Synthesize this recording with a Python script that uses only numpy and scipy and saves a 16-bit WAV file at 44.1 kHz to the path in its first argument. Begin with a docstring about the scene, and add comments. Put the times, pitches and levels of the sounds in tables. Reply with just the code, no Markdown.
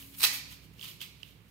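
"""A hard-walled kitchen, where a small knife works through the thick peel of a raw banana, close by.
Fibres tear in a swelling crunch until the peel cracks open and the freed blade rings.
Lighter scrapes follow: the edge rasps, the wet skin fizzes, the blade catches with short ticks.
The worktop and the room answer the strokes over a low steady hum."""
import sys
import numpy as np
from scipy import signal
from scipy.fft import rfft, irfft
from scipy.io import wavfile
from scipy.ndimage import uniform_filter1d

SR = 44100
rng = np.random.default_rng(int(sys.argv[2]) if len(sys.argv) > 2 else 0)


def materialize(psi):
    """Save the field psi as 16-bit PCM at rate SR to the path in sys.argv[1].

    A 1-D psi becomes a single channel; in a 2-D psi each row is a channel.
    """
    bounded = np.clip(np.atleast_2d(psi).T, -1, 1)
    quanta = np.round(bounded * 32767).astype(np.int16)
    wavfile.write(sys.argv[1], SR, quanta)


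N = 66150
T = np.arange(N) / SR
FREQS = np.maximum(np.fft.rfftfreq(2 * N, 1 / SR), 1)
TOP_HZ = 15700
GRAINS_PER_S, GRAIN_SCATTER_DB = 4000, 3.5


def undb(db):
    return 10 ** (np.asarray(db) / 20)


def unit_rms(x):
    return x / np.sqrt(np.mean(x ** 2))


def unit_power(response):
    """Scale a response to mean power 1 below TOP_HZ."""
    return response / np.sqrt(np.mean(abs(response[..., FREQS < TOP_HZ]) ** 2))


def curve(points, column=1):
    """Interpolate a table column over log frequency."""
    table = np.array(points, float)
    return np.interp(np.log(FREQS), np.log(table[:, 0]), table[:, column])


def shape(x, response):
    """Filter by a frequency response."""
    return irfft(rfft(x, 2 * N) * response)[..., :N]


def causal(db):
    """Minimum-phase response with these gains: it rings only after a click."""
    cepstrum = irfft(np.log(undb(db)))
    cepstrum[..., 1:N] *= 2
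    cepstrum[..., N + 1:] = 0
    return np.exp(rfft(cepstrum))


def sides(db):
    """Split a left-minus-right balance into left and right dB."""
    return np.array([[1], [-1]]) * db / 2


def resonance(hz, width_hz):
    """Steep band-pass that keeps the power of a click."""
    response = 1 / (1 + 1j * (FREQS / hz - hz / FREQS) * hz / width_hz) ** 2
    return response / np.sqrt(np.mean(abs(response) ** 2))


def colour(x, points):
    """Give clicks or noise a spectrum, keeping their power."""
    return shape(x, unit_power(causal(curve(points))))


def even(reflections, smooth_hz=90):
    """Spectrum of many reflections, levelled so that no pitch stands out."""
    response = rfft(reflections, 2 * N)
    power = uniform_filter1d(abs(response) ** 2, size=int(smooth_hz * 2 * N / SR), axis=-1)
    return response / np.sqrt(power)


def swell(peak_s, rise_s, fall_s, db):
    """Pressure grows and lets go; rise and fall each span 20 dB."""
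    return undb(db - 20 * np.maximum((peak_s - T) / rise_s, (T - peak_s) / fall_s))


def crackle(per_s, scatter_db):
    """Random tiny breaks of uneven size."""
    breaks = (rng.random(N) < per_s / SR) * np.sign(rng.standard_normal(N))
    sizes = undb(scatter_db * np.clip(rng.standard_normal(N), -2, 2))
    return unit_rms(breaks * sizes)


def click(at_s):
    return 1. * (np.arange(N) == int(at_s * SR))


def worktop(x, decay_s=0.0023, plate_db=3, hands_db=-3):
    """Breaks arrive directly, scatter changingly off the hands and reflect off plate and worktop."""
    fade = np.exp(-T / decay_s)
    fade = fade / fade.sum()
    scatter_power = np.maximum(shape(x ** 2, rfft(fade, 2 * N)), 0)
    hands = np.sqrt(scatter_power) * rng.standard_normal((2, N))
    reflections = undb(plate_db) * np.sqrt(fade) * rng.standard_normal((2, N))
    plate = shape(x, even(click(0) + reflections))
    return (plate + undb(hands_db) * hands) / np.sqrt(1 + undb(hands_db) ** 2)


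# Rumble and hiss spectrum. Each row: frequency in Hz, relative gain in dB.
AIR_SPECTRUM = [(20, -34), (38, -12), (50, -3), (62, 6.5), (85, -5.5), (130, 5), (175, 3), (250, -6.5),
                (400, -9), (650, -19.5), (1500, -21), (2700, -19.5), (6000, -34), (15000, -30.5)]
# Hum tones. Each row: frequency in Hz, level in dB.
HUM_TONES = [(62, -66), (102, -64.5)]
# Drift of rumble, hiss and hum. Each row: time in seconds, gain in dB.
BACKGROUND_DRIFT = [(0, -1), (.25, 0), (.78, 1), (1.1, -1), (1.28, -0.5), (1.5, -1)]


def background(air_db=-58, wide_hz=1200, drone_hz=274, drone_db=-62, hold_s=0.17, fall_db_per_s=19.5):
    """Low rumble and hum with faint hiss; a soft tone dies away."""
    def tone(hz):
        return np.sqrt(2) * np.sin(2 * np.pi * (hz * T + rng.random()))

    mid, side = (colour(rng.standard_normal(N), AIR_SPECTRUM) for _ in range(2))
    side = shape(side, np.clip(FREQS / wide_hz, .33, 1))
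    air = undb(air_db) * np.array([mid + side, mid - side])
    hum = sum(undb(db) * tone(hz) for hz, db in HUM_TONES)
    drone = tone(drone_hz) * undb(drone_db - fall_db_per_s * np.maximum(T - hold_s, 0))
    drift = undb(np.interp(T, *np.array(BACKGROUND_DRIFT).T))
    return (air + hum) * drift + drone


# Light strokes. Each row: peak, rise and fall in seconds, level in dB, relative blade ring in dB.
STROKES = [(.004, 0.074, 0.1, -49, -8), (0.149, 0.039, 0.028, -52.5, -4), (.345, 0.086, 0.057, -37.5, -6.5),
           (0.525, 0.086, 0.061, -49.5, -4.5), (0.649, 0.066, 0.032, -60, -6),
           (0.841, 0.063, 0.041, -46.5, -4), (.888, 0.091, 0.061, -48.5, -2),
           (1.015, 0.015, 0.067, -43, -0.5), (0.734, 0.0072, 0.013, -62, -29), (1.286, 0.3, 0.12, -62.5, 2),
           (1.49, 0.09, 0.061, -68.5, -8.5)]
# Blade catches. Each row: start in seconds, level in dB, pitch in Hz.
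CATCHES = [(0.025, -28.5, 3070), (0.7939, -25.5, 3040), (0.8115, -19.5, 3200), (0.8266, -21, 3080),
           (0.832, -23, 3000), (0.8448, -23, 3350), (0.8534, -21.5, 3240), (0.885, -26, 3200),
           (0.9116, -26, 3150), (1.0045, -21.5, 3200), (1.0147, -18, 3300), (1.026, -20, 3060),
           (1.2304, -17.5, 2845)]
# Rasp spectrum. Each row: frequency in Hz, relative gain in dB.
RASP_SPECTRUM = [(200, -12), (600, -11), (1100, -0.5), (1650, -4), (2400, 1.5), (4500, 0.5), (7000, 0.5),
                 (10000, -1.5), (13500, 5.5), (15500, -1)]


def scrapes(click_gain_db=-17):
    """The edge rasps through the skin; every catch of the blade adds a click."""
    pressure = sum(swell(peak_s, rise_s, fall_s, db) for peak_s, rise_s, fall_s, db, _ in STROKES)
    rasp = crackle(GRAINS_PER_S, GRAIN_SCATTER_DB) * pressure
    clicks = sum(undb(db + click_gain_db) * click(start_s) for start_s, db, _ in CATCHES)
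    return colour(worktop(rasp + clicks), RASP_SPECTRUM)


# Tone of the damped blade. Each row: frequency in Hz, gain in dB.
BLADE_SPECTRUM = [(1200, -11.5), (2100, -5.5), (3100, -3.5), (5000, -7.5), (9000, -13.5)]


def blade(slip_s=0.00089, overtone_db=-6.5):
    """The blade, damped by the peel, rings briefly; each catch is a quick run of tiny slips."""
    push = sum(swell(*timing_s, db + ring_db) for *timing_s, db, ring_db in STROKES)
    ring = shape(crackle(GRAINS_PER_S, GRAIN_SCATTER_DB) * push, resonance(hz=3190, width_hz=1970))
    overtone = undb(overtone_db) * resonance(hz=4540, width_hz=1500)
    slips = rng.standard_normal(N)
    for start_s, db, hz in CATCHES:
        age = np.maximum(T - start_s, 0) / slip_s
        tick = shape(slips * age * np.exp(-age), resonance(hz, width_hz=790) + overtone)
        ring = ring + undb(db) * unit_rms(tick) / np.sqrt(N)
    return shape(ring, causal(curve(BLADE_SPECTRUM)))


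# Wet skin parting. Each row: peak, rise and fall in seconds, level in dB.
FIZZ_SWELLS = [(.005, 0.046, 0.3, -54), (.188, 0.023, .04, -39), (.222, 0.018, 0.045, -34),
               (.345, 0.047, .05, -41.5), (.885, 0.04, 0.099, -54.5)]


def fizz():
    """Tiny wet cells burst in the top octave."""
    bursts = crackle(GRAINS_PER_S, GRAIN_SCATTER_DB) * sum(swell(*row) for row in FIZZ_SWELLS)
    return shape(worktop(bursts), resonance(hz=12650, width_hz=11000))


# Fine fibres tearing. Each row: peak, rise and fall in seconds, level in dB.
TEAR_SWELLS = [(0.186, 0.015, 0.022, -47), (0.202, 0.0045, 0.0073, -38.5), (0.229, 0.03, 0.03, -30),
               (0.239, .009, .018, -16.5), (0.247, 0.011, 0.016, -24), (0.269, 0.024, 0.035, -26.5)]
# Thick fibres snapping. Each row: start in seconds, level in dB.
FIBRE_SNAPS = [(0.1999, -15), (0.206, -8.5), (.2175, -7), (0.2314, 2), (0.2366, 3), (0.2392, -1),
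               (.2420, -1.5), (0.2454, -4), (0.2514, -1.5)]
# Crunch spectrum. Each row: frequency in Hz, left and right relative gain in dB.
CUT_SPECTRUM = [(187, -32.5, -45.5), (379, -12.5, -7), (670, -25, -16), (1030, -11.5, -4.5),
                (1610, -11.5, -4.5), (2700, -8, 5), (3150, -15.5, -0.5), (4090, -1.5, 9), (4600, 0, -1),
                (5580, -6, 1.5), (6800, -5.5, -10), (7060, -15, -6.5), (8700, -18.5, 2.5), (9540, -15, -7),
                (11270, -10.5, -2), (12900, 5, -11.5), (15500, -10, -6)]


def deep_cut():
    """Fine fibres tear ever harder and thick ones snap; returns the close sound and the bare breaks."""
    tearing = crackle(per_s=9000, scatter_db=2.5) * sum(swell(*row) for row in TEAR_SWELLS)
    breaks = tearing + sum(undb(db) * click(start_s) for start_s, db in FIBRE_SNAPS)
    response = causal([curve(CUT_SPECTRUM, column=1), curve(CUT_SPECTRUM, column=2)])
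    return shape(worktop(breaks), unit_power(response)), breaks


def free_blade(start_s=.2369, hz=4030, db=-26.5, t60_s=0.17):
    """The steel springs loose when the peel cracks and rings until the hand damps it."""
    age_s = np.maximum(T - start_s, 0)
    return undb(db - 60 * age_s / t60_s) * np.sin(2 * np.pi * hz * age_s)


# Room decay. Each row: band centre in Hz, time to fall 60 dB in seconds.
ROOM_DECAY = [(300, 0.71), (2500, 0.55), (5000, 0.57), (9000, 0.37), (15000, 0.15)]
# Wall reflections. Each row: frequency in Hz, left and right gain in dB.
WALL_SPECTRUM = [(252, -20, -12), (621, -21, -16), (844, -10.5, -4.5), (1360, -17, -7.5), (2410, -10, 6),
                 (3200, -12.5, -1.5), (4190, 2, 3), (6510, -6.5, -4.5), (9000, -12, -7.5),
                 (13460, -5.5, -12.5), (15500, -6.5, -27.5)]


def kitchen(x, onset_s=0.0071):
    """Hard walls return a diffuse tail whose treble dies first."""
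    noise, tail = rng.standard_normal((2, N)), 0
    log_centres = np.log([hz for hz, _ in ROOM_DECAY])
    build_up = 1 - np.exp(-(T / onset_s) ** 2)
    for weights, (_, t60_s) in zip(np.eye(len(log_centres)), ROOM_DECAY):
        band = shape(noise, np.interp(np.log(FREQS), log_centres, weights))
        decay = unit_rms(undb(-60 * T / t60_s) * build_up) / np.sqrt(N)
        tail = tail + band * decay
    walls = causal([curve(WALL_SPECTRUM, column=1), curve(WALL_SPECTRUM, column=2)])
    return shape(x, even(tail) * walls)


# Stereo balance of the rasp. Each row: frequency in Hz, left minus right in dB.
RASP_BALANCE = [(400, -4), (2300, -13.5), (4500, 1.5), (6400, 2.5), (9200, -13), (11500, 1), (13700, 12.5),
                (15500, 7)]


def scene():
    """Knife and peel a little to the right, in the room."""
    cut, breaks = deep_cut()
    rasp, ring, sap = scrapes(), blade(), fizz()
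    near = cut + shape(rasp, causal(sides(curve(RASP_BALANCE))))
    near += ring * undb(sides(-18.5))
    near += sap * undb(sides(1.5))
    near += free_blade() * undb(sides(-5))
    room = kitchen(undb(-2) * breaks + undb(1.5) * rasp[0] + undb(-4.5) * ring + undb(8.5) * sap[0])
    return near + room + background() * undb(sides(-6.5))


def record(dry):
    """A steep low-pass cuts the top."""
    return signal.sosfilt(signal.ellip(10, .2, 80, TOP_HZ, fs=SR, output="sos"), dry)


dry = scene()
out = record(dry)
materialize(out)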